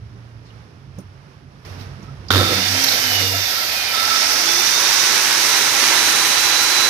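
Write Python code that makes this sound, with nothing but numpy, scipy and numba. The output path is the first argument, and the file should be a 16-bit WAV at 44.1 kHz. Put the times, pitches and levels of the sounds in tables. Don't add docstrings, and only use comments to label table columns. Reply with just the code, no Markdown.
import sys
import numpy as np
from scipy import signal
from scipy.fft import rfft, irfft, next_fast_len
from scipy.io import wavfile
from scipy.ndimage import uniform_filter1d, map_coordinates
from numba import njit

SR = 44100
rng = np.random.default_rng(int(sys.argv[2]) if len(sys.argv) > 2 else 0)


def gain_from_decibels(decibels):
    exponent = np.asarray(decibels, float) / 20
    return 10 ** exponent


def transcribe(signal):
    frames = np.atleast_2d(signal).T
    limited = np.clip(frames, -1, 1)
    pcm = np.round(limited * 32767).astype(np.int16)
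    wavfile.write(sys.argv[1], SR, pcm)


N = 303849
T = np.arange(N) / SR
SIZE = next_fast_len(N)
HZ = np.arange(SIZE // 2 + 1) * SR / SIZE


# [f/Hz, left minus right level/dB]
PORT_BALANCE = [(60, -4), (400, -9), (800, -4.5), (2400, -6.5), (4400, -12), (6000, -16.5), (7300, 0),
                (8700, 23), (10500, 4), (15000, 5.5)]
# [f/Hz, correlation]
PORT_LIKENESS = [(60, 1), (300, 0.88), (640, .97), (1400, 0.62), (3000, 0.22), (9000, 0.087)]

# [f/Hz, level/dB per Hz]
DRONE_COLOUR = [(15, -49), (25, -28), (37, -18), (54, -2), (99, 5), (128, 1.5), (150, -5), (200, -68),
                (330, -120)]
RUMBLE_COLOUR = [(82, -47), (140, -2), (162, -2), (210, -6.5), (286, -8.5), (500, -18.5), (650, -47),
                 (1100, -120)]
HISS_COLOUR = [(380, 3), (500, 0), (1300, -1.5), (2900, -9.5), (4200, -13), (5400, -10.5), (6300, -18),
               (7400, -29), (10500, -26), (12500, -33), (15500, -40)]
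RUSTLE_COLOUR = [(1800, 5), (3500, 0), (5500, 4), (7500, -15), (10500, -12), (13000, -12), (15500, -14)]
# [peak t/s, rise t/s, fall t/s, level/dB]
DRONE_SWELLS = [
    (.05, .3, 0.076, -39.5),
    (.52, 0.19, 0.1, -58),
    (.93, 0.14, 0.12, -47),
]
HISS_SWELLS = [
    (.3, 0.65, 0.49, -71),
    (.97, .03, .05, -66),
]
RUSTLE_SWELLS = [
    (.29, 0.069, .2, -77),
    (.986, .01, .05, -67),
    (1.652, .003, 0.02, -59),
    (1.72, 0.11, 0.09, -59.5),
    (1.83, 0.04, 0.035, -57),
    (2.04, .02, .03, -66),
    (2.275, .02, .1, -70),
]
HAND_RUB = [
    (1.93, 0.074, 0.073, -64),
    (2.08, .06, .06, -53.5),
]
# [f/Hz, swells (peak t/s, rise t/s, fall t/s, level/dB)]
ENGINE_NOTES = [
    (116.3, [(.3, .35, 0.25, -42), (.55, 0.068, 0.13, -43)]),
    (95, [(.1, .1, .1, -46), (1.05, 0.046, .1, -42), (1.8, 0.14, 0.18, -46)]),
    (136, [(.88, 0.077, 0.15, -41.5), (1.2, .1, 0.089, -48), (1.45, 0.071, 0.19, -46.5), (1.92, 0.099, 0.045, -47), (2.12, .07, 0.051, -43)]),
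    (68.6, [(1.35, .06, .06, -48), (1.97, 0.091, 0.067, -57), (2.2, 0.086, 0.13, -50)]),
]
# [t/s, f/Hz, level/dB]
SCRAPE_PATH = [
    (.43, 5200, -80),
    (.46, 4600, -60),
    (.49, 3700, -59),
    (.53, 2900, -82),
]

# [t/s, peak level/dB, centre f/Hz, 60 dB decay t/s, thud level/dB]
CLICKS = [(0.9855, -42, 5990, 0.046, -22), (0.502, -46, 2900, .08, -70), (1.798, -36, 4100, 0.03, -47),
          (1.8103, -37, 4600, 0.046, -48), (2.0263, -45, 5800, 0.076, -34), (2.2843, -26, 4940, 0.049, -46),
          (2.304, -9, 3570, 0.038, -21), (2.3048, -1, 1510, 0.023, -34), (2.8448, -13, 4160, 0.046, -43),
          (2.8853, -9, 4060, 0.04, -44), (2.9194, -9, 3930, 0.04, -42), (3.9479, -14, 4960, 0.053, -42)]
# [f/Hz, level/dB, 60 dB decay t/s]
SMALL_PART = [(5860, -9, 0.08), (7400, -16, .05), (9502, -4, 0.09), (11680, -12, 0.058), (12450, -16, 0.06),
              (14640, -12, 0.05)]

# [t/s, f/Hz, peak level/dB, 60 dB decay t/s]
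BENCH_THUMPS = [(2.354, 275, -17, 0.17), (2.372, 354, -14, .1), (2.395, 440, -23, .08),
                (2.41, 505, -17, .1), (2.445, 322, -26, .08), (2.49, 267, -24, 0.068),
                (2.516, 479, -19, 0.13), (2.575, 273, -22, .12), (2.92, 513, -28, .1),
                (3.225, 476, -26, .15), (3.306, 473, -26, .12), (3.335, 690, -24.5, 0.18),
                (3.345, 294, -34, .1)]
# [peak t/s, rise t/s, fall t/s, level/dB]
CHATTER_SWELLS = [
    (2.307, 0.0035, 0.071, -11.5),
    (2.37, 0.034, 0.11, -16),
]
# [f/Hz, level/dB per Hz]
CHATTER_COLOUR = [(200, -3.5), (500, -13), (1400, 4.5), (2500, -11), (3600, 3), (6000, -9), (9000, -32)]
# [peak t/s, rise t/s, fall t/s, level/dB]
DRUM_SWELLS = [
    (2.36, 0.043, 0.084, -16.5),
    (2.56, 0.057, 0.02, -30.5),
    (2.74, 0.13, 0.044, -28.5),
    (2.91, 0.054, .08, -45),
    (3.21, 0.13, 0.085, -31),
    (3.37, 0.13, 0.07, -29.5),
]
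DRUM_OCTAVE = [
    (2.45, .05, 0.035, -35),
    (2.6, 0.066, 0.042, -34),
    (2.72, 0.035, 0.054, -42),
]

# [t/s, fan blade-pass f/Hz]
FAN_SPEED = [(2.3, 490), (2.45, 1950), (2.57, 2660), (2.65, 2917), (2.73, 3095), (2.83, 3235), (3.05, 3030),
             (3.5, 2678), (3.94, 2365), (4.15, 3025), (4.35, 3337), (4.5, 3485), (4.65, 3601), (4.85, 3700),
             (5.05, 3772), (5.5, 3882), (6.1, 3955), (6.89, 3997)]
# [from t/s, to t/s]
SWITCH_ON = [
    (2.303, 2.3),
    (3.948, 6.5),
]
TURN_MULTIPLES = [1.0, .385, 1.19, 3.0, 15.1]
# [peak t/s, rise t/s, fall t/s, level/dB]
FAN_WHINE = [(2.64, .06, 0.074, -42), (2.8, 0.056, .08, -40), (3.16, .13, 0.12, -32), (3.2, .6, .3, -48),
             (3.45, 0.11, .1, -50), (3.77, 0.069, 0.063, -36.5), (3.91, 0.068, .025, -35),
             (4.36, .06, .05, -46), (4.5, 0.033, .03, -33), (4.62, 0.074, .06, -36), (4.7, .3, .4, -41),
             (4.75, 0.028, 0.041, -31), (4.86, .03, .03, -34), (5.04, .04, 0.061, -35), (5.2, .1, .1, -47),
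             (5.37, .08, .12, -38), (5.58, 0.071, 0.2, -34), (6.05, 0.22, 0.31, -32.5),
             (6.55, 0.23, 0.29, -31), (6.86, 0.1, .2, -28)]
ARMATURE_SWELLS = [
    (2.8, .17, .1, -35),
    (3.08, .12, .1, -39),
    (4.4, .2, .15, -45),
    (5.7, .5, 2.5, -44),
]
BEAT_SWELLS = [
    (3.33, .2, 0.06, -42),
    (4.58, 0.22, 0.08, -37),
]
THIRD_SWELLS = [
    (2.66, .06, .06, -40),
    (2.88, .12, .1, -40),
    (3.17, .1, .07, -37),
]
MESH_SWELLS = [
    (3.24, .07, .07, -38),
    (3.52, .06, .05, -43),
    (3.64, .04, .04, -43),
    (3.8, .05, .04, -42),
    (3.91, .04, .03, -39),
]

# [f/Hz, width f/Hz, level/dB]
BLADE_PAIRS = [
    [(1265, 16, -2), (1325, 30, 10)],
    [(3640, 44, 3), (3580, 50, -3)],
]
# [peak t/s, rise t/s, fall t/s, level/dB]
LOW_RING_SWELLS = [
    (2.31, .01, .05, -29),
    (2.41, .04, .05, -28.5),
    (2.53, .06, .08, -37),
    (3.55, .04, .08, -41),
    (3.95, .015, .08, -36),
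    (4.12, .08, .2, -36),
]
HIGH_RING_SWELLS = [
    (2.31, .01, .04, -30),
    (2.37, .02, .05, -25),
    (2.46, .05, .12, -27),
    (2.65, .06, .06, -36),
    (3.2, .12, .14, -34),
    (3.48, .08, .08, -38),
    (3.97, .02, .06, -33),
    (4.15, .06, .08, -36),
]
RESTART_SWELLS = [
    (3.93, .01, .03, -33),
    (3.98, .025, .04, -29),
    (4.05, .1, .2, -33),
    (4.11, .04, .06, -31),
    (4.3, .06, .08, -36),
    (4.53, .05, .05, -36),
]

# [f/Hz, level/dB per Hz]
BENCH_COLOUR = [(71, -31), (120, 7), (135, -4), (182, -5), (259, -3.5), (381, -5.5), (485, 2), (848, -13),
                (1200, -8), (1560, -37), (2640, -120)]
CASING_COLOUR = [(71, -26), (120, -8), (156, -16.5), (297, -4), (329, -5.5), (621, -4), (800, -13),
                 (1040, -9.5), (1760, -120)]
FAN_FAR_COLOUR = [(350, -22), (600, -7.5), (719, -3), (1160, -8.5), (1290, -4), (1570, -1), (2130, 1),
                  (2640, -1), (2920, -3), (4300, 0), (5590, -13.5), (9460, -120)]
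FAN_NEAR_COLOUR = [(350, -8.5), (600, -17), (814, -3), (1250, -3), (1460, -0.5), (2240, -0.5), (3120, -3),
                   (3930, -0.5), (4300, -1.5), (5590, -22), (9460, -120)]
# [f/Hz, level/dB per Hz]
SLOT_COLOUR = [(1940, -3.5), (3300, -13), (3780, -3), (3840, -10.5), (4540, 1.5), (5950, 0), (7370, -11.5),
               (8200, -14.5), (10700, -38), (18000, -120)]
VENT_COLOUR = [(4120, -12), (7000, 0), (7560, -4.5), (8720, -0.5), (11200, -5), (14600, -17), (22000, -120)]
BRUSH_COLOUR = [(6060, -28), (10300, -3), (11500, -1), (12500, 0), (13500, -1), (15400, -2)]
# [f/Hz, width f/Hz, level/dB]
PLATE_MODES = [(182, 20, -7), (273, 41, -1), (334, 28, 3), (477, 32, -8), (710, 72, -1)]
# [t/s, vents nearer level/dB, blade nearer level/dB]
HOLDING = [(2.6, 0.5, -0.5), (2.85, 1, 0), (3.15, 0.5, 2), (3.35, -2, 1), (3.89, 1.5, 1), (4.15, 2.5, 5),
           (4.4, 2, 2.5), (4.7, 2.5, 3.5), (5.3, 3.5, 0.5), (6.15, 4.5, -3), (6.84, 2.5, -2.5),
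           (6.89, 2.5, -6)]
# [peak t/s, rise t/s, fall t/s, level/dB]
JERKS = [
    (2.308, 0.0052, 0.0093, 4),
    (2.365, 0.028, 0.14, 0),
    (2.53, 0.015, 0.02, -10),
    (2.59, 0.012, 0.013, -19),
    (3.23, 0.037, 0.045, -18),
    (3.33, 0.031, 0.026, -33),
    (3.96, 0.015, 0.048, -27),
]
GEAR_CLANKS = [
    (2.315, 0.0057, 0.07, -5),
    (2.843, 0.004, 0.0039, 5),
    (2.886, .004, 0.0062, -9),
    (2.92, .004, 0.0073, -19),
    (2.9, 0.035, .15, -39),
    (3.02, 0.0091, .015, -17),
    (3.2, 0.0054, 0.0076, -16),
]
# [peak t/s, rise t/s, fall t/s, level/dB]
WHISTLE_SWELLS = [
    (2.8, .2, 0.27, -11),
    (4.45, 0.31, 0.25, 0),
    (5.9, 0.51, .9, -2.5),
]
SIZZLE_SWELLS = [
    (2.33, .02, .12, 0),
    (2.88, .04, .5, 2),
    (3.6, .45, .3, 1),
]
# [level/dB at 3000 Hz blade-pass, dB per dB speed, dB per dB nearness, jerk
# level/dB, clank level/dB]
CASING_LOUDNESS = (-40.5, 1.22, 0.32, -26.5, -62)
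FAN_LOUDNESS = (-26, 0.9, 0.94, -33.5, -31.5)
VENT_LOUDNESS = (-37.5, 1.5, 1.5, -40, -54)
SLOT_LOUDNESS = (-25.5, 2, 0.5, -31, -30)
BRUSH_LOUDNESS = (-35, 1, 0.2, -46, -33.5)

LIFT_S = 3.38
START_S = SWITCH_ON[0][0]
DRUM_HZ = 96
FAN_BLADES = 12
LEFT_LAG_S = 0.00014


def curve(table):
    s, *columns = np.transpose(table)
    return [np.interp(T, s, column) for column in columns]


def on_log(table, hz, outside=None):
    f, values = np.transpose(table)
    return np.interp(np.log(hz + 1), np.log(f), values, outside, outside)


def unit(x):
    return x / np.sqrt(np.mean(np.atleast_2d(x).mean(axis=0) ** 2))


def swells(table):
    total = 0
    for s, rise, fall, db in table:
        width = np.where(T < s, rise, fall)
        total = total + gain_from_decibels(db) * np.exp(-((T - s) / width) ** 2)
    return total


def walk(rate):
    k = int(SR / rate)
    held = np.repeat(rng.standard_normal(N // k + 1), k)
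    return 1.75 * uniform_filter1d(uniform_filter1d(held, k), k)[:N]


def tone(hz, wobble_db, rate):
    return np.sqrt(2) * np.sin(2 * np.pi * np.cumsum(hz) / SR) * gain_from_decibels(wobble_db * walk(rate))


def ports(spectra, lag_s=LEFT_LAG_S):
    left = gain_from_decibels(on_log(PORT_BALANCE, HZ))
    delayed_left = left * np.exp(-2j * np.pi * HZ * lag_s)
    gain = np.array([delayed_left, 1 + 0 * HZ]) / np.sqrt((1 + left ** 2) / 2)
    return irfft(spectra * gain, SIZE)[:, :N]


def noise(colour, direct=0.59, lag_s=LEFT_LAG_S):
    alike = np.clip(on_log(PORT_LIKENESS, HZ / direct), 0, 1)
    mid, side = rfft(rng.standard_normal((2, SIZE))) * np.sqrt([1 + alike, 1 - alike])
    coloured = np.array([mid + side, mid - side]) * gain_from_decibels(on_log(colour, HZ, -200))
    return unit(ports(coloured, lag_s))


@njit
def svf(x, hz, width):
    y, b, l = np.empty(len(x)), 0., 0.
    for i in range(len(x)):
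        g, k = np.tan(np.pi * hz[i] / SR), width / hz[i]
        v = (b + g * (x[i] - l)) / (1 + g * (g + k))
        b, l, y[i] = 2 * v - b, l + 2 * g * v, k * v
    return y


def resonate(pair, hz, width_hz):
    return np.array([svf(x, hz + np.zeros(len(x)), width_hz) for x in pair])


def distant_drone():
    drone = noise(DRONE_COLOUR, lag_s=0.00023)
    drone = drone * gain_from_decibels(0.22 * walk(14)) * (gain_from_decibels(-47.5) + swells(DRONE_SWELLS))
    notes = 0
    for hz, table in ENGINE_NOTES:
        unsteady_hz = hz * (1 + 0.0095 * walk(7.02))
        notes = notes + tone(unsteady_hz, wobble_db=1.0, rate=12.6) * swells(table)
    return drone + ports(rfft(notes, SIZE), lag_s=0.00021)


def hand_rub():
    band = resonate(resonate(noise(HISS_COLOUR), 1330.0, 120.0), 1280.0, 70.0)
    return swells(HAND_RUB) * gain_from_decibels(3.7 * walk(30.1)) * unit(band)


def scrape():
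    hz, db = curve(SCRAPE_PATH)
    rough = rng.standard_normal((2, N))
    band = resonate(resonate(rough, hz, 2000.0), hz, 2000.0)
    return gain_from_decibels(db) * unit(band)


def shop():
    gain_up_s = 1.648
    up = np.clip((T - gain_up_s) / 0.0022, 0, 1)
    duck = np.clip((T - START_S) / 0.1, 0, 1)
    gain = gain_from_decibels(7 * up - 12 * duck)
    bass_gain = np.roll(gain, int(0.011 * SR))
    rumble = noise(RUMBLE_COLOUR, direct=0.72, lag_s=0.00017) * gain_from_decibels(-51 + 1.4 * walk(21.1))
    settle_db = 2.5 * up * np.exp(-((T - gain_up_s) / 0.24) ** 2)
    hiss = noise(HISS_COLOUR, direct=0.39, lag_s=0.00032) * gain_from_decibels(settle_db + 3.0 + walk(9.3))
    hiss = hiss * (gain_from_decibels(-59) + swells(HISS_SWELLS))
    rustle = noise(RUSTLE_COLOUR) * gain_from_decibels(1.2 * walk(40.8)) * (gain_from_decibels(-89) + swells(RUSTLE_SWELLS))
    return bass_gain * (distant_drone() + rumble) + gain * (hiss + rustle) + hand_rub() + scrape()


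def first_knock():
    knock_s = CLICKS[0][0]
    age = np.arange(SR // 4) / SR
    ring = np.zeros(N)
    part = ring[int(knock_s * SR):][:len(age)]
    for hz, db, t60 in SMALL_PART:
        part += gain_from_decibels(db - 60 * age / min(t60, 0.09)) * np.sin(2 * np.pi * hz * age)
    bounce = gain_from_decibels(-7) * np.roll(ring, int(0.018 * SR))
    ring = gain_from_decibels(-41.5) * (ring + bounce)
    bend = gain_from_decibels(-19 - 60 * age / 0.035) * np.minimum(age / 0.003, 1)
    bend = bend * np.sin(2 * np.pi * 175 * (age - 0.0035))
    ring[int((knock_s - 0.004) * SR):][:len(age)] += bend
    return ports(rfft(ring, SIZE))


def taps():
    out, age = np.zeros((2, N)), np.arange(SR // 4) / SR
    thud = noise([(90, -9), (200, 9.0), (550, -9), (1500, -27)], direct=3.1)
    crack = noise([(1000, 3.0), (15500, -16.0)])
    for s, db, hz, t60, thud_db in CLICKS:
        at = slice(int(s * SR), int(s * SR) + len(age))
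        ringing = resonate(resonate(crack[:, at], hz, 0.3 * hz), hz, 0.22 * hz)
        click = unit(0.02 * crack[:, at] + ringing) * gain_from_decibels(db - 5.5 - 60 * age / t60)
        dull = thud[:, at] * gain_from_decibels(thud_db - 6.0 - 60 * age / 0.11)
        out[:, at] += np.minimum(age / 0.00076, 1) * (click + dull)
    return out + first_knock()


def bumps():
    rings = np.zeros(N)
    for s, hz, db, t60 in BENCH_THUMPS:
        at = slice(int(s * SR), int(s * SR) + SR // 4)
        age = np.clip(T[at] - s, 0, 1)
        loudness = gain_from_decibels(db - 60 * age / t60) * np.minimum(age / 0.0037, 1)
        rings[at] += loudness * np.sin(2 * np.pi * hz * age)
    swing = (T - 2.3055) * DRUM_HZ % 1
    knock_shape = np.exp(-swing / 0.25) * np.minimum(swing / 0.037, 1)
    knocks = noise(CHATTER_COLOUR, direct=1.2) * knock_shape * swells(CHATTER_SWELLS)
    return ports(rfft(rings, SIZE)) + knocks


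def bench_drum(turn_hz):
    spindle_hz = np.roll(turn_hz, int(0.07 * SR)) * TURN_MULTIPLES[1]
    drum_hz = DRUM_HZ + 0.9 * np.maximum(spindle_hz - DRUM_HZ, 0) * (T < LIFT_S)
    swing = swells(DRUM_SWELLS)
    drum = tone(drum_hz, wobble_db=0.3, rate=15) * swing
    octave_gain = swing * gain_from_decibels(-33.0) + swells(DRUM_OCTAVE)
    return drum + tone(2 * drum_hz, wobble_db=1.5, rate=39) * octave_gain


def shafts(turn_hz):
    whine_hz = turn_hz * FAN_BLADES * (1 + 0.0008 * walk(25))
    whine = tone(whine_hz, wobble_db=1.1, rate=59) * swells(FAN_WHINE)
    whine = whine * gain_from_decibels(np.array([[-9.0], [9.0]]))
    idle_db = (-58, -53, -67, -83, -43)
    tables = (ARMATURE_SWELLS, [], BEAT_SWELLS, THIRD_SWELLS, MESH_SWELLS)
    tones = []
    for order, db, table in zip(TURN_MULTIPLES, idle_db, tables):
        gain = gain_from_decibels(db) + swells(table)
        tones.append(tone(order * turn_hz, wobble_db=-0.5, rate=9.5) * gain)
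    *low, mesh = tones
    low = sum(low) + bench_drum(turn_hz)
    return whine + mesh * gain_from_decibels(np.array([[-4.0], [3.0]])) + ports(rfft(low, SIZE))


def blade_ring():
    out = 0
    bursts = (LOW_RING_SWELLS, HIGH_RING_SWELLS)
    idle_levels_db, fades_db_s = (-44, -45), (-1, 9)
    for modes, table, idle_db, fade in zip(BLADE_PAIRS, bursts, idle_levels_db, fades_db_s):
        knocks = noise([(900, 0), (5000, 0)], direct=0.95) * gain_from_decibels(0.96 * walk(50))
        gain = swells(table) + gain_from_decibels(idle_db - fade * np.maximum(T - LIFT_S, 0))
        ringing = 0
        for hz, width, db in modes:
            ringing = ringing + gain_from_decibels(db) * resonate(resonate(knocks, hz, 5.3 * width), hz, 1.8 * width)
        out = out + gain * unit(ringing)
    song = tone(1322 * (1 + 0.003 * walk(20)), wobble_db=0.5, rate=30) * swells(RESTART_SWELLS)
    out = out + ports(rfft(song, SIZE))
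    pan_db = -7 * np.clip((T - LIFT_S) / 0.23 + 1, 0, 1)
    return out * gain_from_decibels(np.array([pan_db, -pan_db]) / 2)


def loudness(law, turn_hz, near_db):
    db, by_speed, by_near, jerk_db, clank_db = law
    speed_db = 20 * np.log10(turn_hz * FAN_BLADES / 3000)
    steady = gain_from_decibels(db + by_speed * speed_db + by_near * near_db)
    return steady + gain_from_decibels(jerk_db) * swells(JERKS) + gain_from_decibels(clank_db) * swells(GEAR_CLANKS)


def casing_noise(gust, mains, spindle):
    lifted = np.clip((T - LIFT_S) / 0.11, 0, 1)
    rattle = noise(BENCH_COLOUR, direct=2.0) * (1 + 0.15 * mains + 0.3 * spindle)
    plate = 0
    for hz, width, db in PLATE_MODES:
        plate = plate + gain_from_decibels(db) * resonate(rattle, hz, 1.3 * width)
    rattle = unit(0.71 * rattle + plate)
    on_bench_db = 3
    casing = (1 - lifted) * gain_from_decibels(on_bench_db) * rattle + lifted * noise(CASING_COLOUR, direct=0.36)
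    return casing * gain_from_decibels(0.38 * gust + 0.91 * walk(30))


def fan_noise(gust, mains):
    near = np.interp(T, (3.78, 4.98), [0, np.pi / 2])
    far_fan = np.cos(near) * noise(FAN_FAR_COLOUR, direct=0.79)
    near_fan = np.sin(near) * noise(FAN_NEAR_COLOUR, direct=0.98, lag_s=0.00003)
    return (far_fan + near_fan) * gain_from_decibels(0.4 * gust + 0.44 * walk(40)) * (1 + 0.096 * mains)


def slot_noise(turn_hz, gust, mains, spindle):
    slots, slot_hz = noise(SLOT_COLOUR), 2900 + 9.85 * turn_hz
    whistle = resonate(slots, slot_hz, 1900.0)
    facing = swells(WHISTLE_SWELLS) * resonate(whistle, slot_hz, 1000.0)
    slots = unit(1.4 * slots + 1.4 * whistle + facing)
    return slots * gain_from_decibels(0.5 * gust + 0.19 * walk(60)) * (1 + 0.069 * mains + 0.06 * spindle)


def vent_noise():
    return noise(VENT_COLOUR) * gain_from_decibels(0.38 * walk(18) + 0.25 * walk(70))


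def brush_noise(mains):
    return noise(BRUSH_COLOUR) * gain_from_decibels(0.34 * walk(18) + 0.9 * walk(80)) * (1 + 0.11 * mains)


def air(turn_hz, powered):
    vents_db, blade_db = curve(HOLDING)
    spindle = np.cos(2 * np.pi * np.cumsum(turn_hz * TURN_MULTIPLES[1]) / SR)
    mains = powered * np.cos(2 * np.pi * 100 * T)
    mains = mains * (1 + 6.8 * np.clip(1 - turn_hz / 170, 0, 1))
    gust = walk(9)
    casing = casing_noise(gust, mains, spindle) * loudness(CASING_LOUDNESS, turn_hz, vents_db)
    fan = fan_noise(gust, mains) * loudness(FAN_LOUDNESS, turn_hz, vents_db)
    slots = slot_noise(turn_hz, gust, mains, spindle) * loudness(SLOT_LOUDNESS, turn_hz, blade_db)
    vent = vent_noise() * loudness(VENT_LOUDNESS, turn_hz, vents_db)
    brush = brush_noise(mains) * loudness(BRUSH_LOUDNESS, turn_hz, blade_db)
    sizzle = swells(SIZZLE_SWELLS) * resonate(brush, 13000, 2200.0)
    return casing + fan + slots + vent + brush + sizzle


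def bench_echo(pair):
    echo_gain = gain_from_decibels(-13)
    late = []
    for x, lag_s in zip(pair, (0.0043, 0.0051)):
        path_s = lag_s + 0.000294 * walk(1.5)
        late.append(map_coordinates(x, [np.arange(N) - SR * path_s], order=3))
    return (pair + echo_gain * np.array(late)) / np.sqrt(1 + echo_gain ** 2)


def grinder():
    turn_hz = curve(FAN_SPEED)[0] / FAN_BLADES
    powered = sum((T > on) & (T < off) for on, off in SWITCH_ON)
    started = np.clip((T - START_S) / 0.0017, 0, 1)
    running = bench_echo(air(turn_hz, powered)) + blade_ring() + shafts(turn_hz) + bumps()
    return started * running


def scene():
    return shop() + taps() + grinder()


def roll_off(x):
    return signal.sosfilt(signal.butter(12, 15550, fs=SR, output="sos"), x)


def record(dry):
    mix = np.tanh(0.83 * dry) / 0.79
    return roll_off(mix)


dry = scene()
out = record(dry)
transcribe(out)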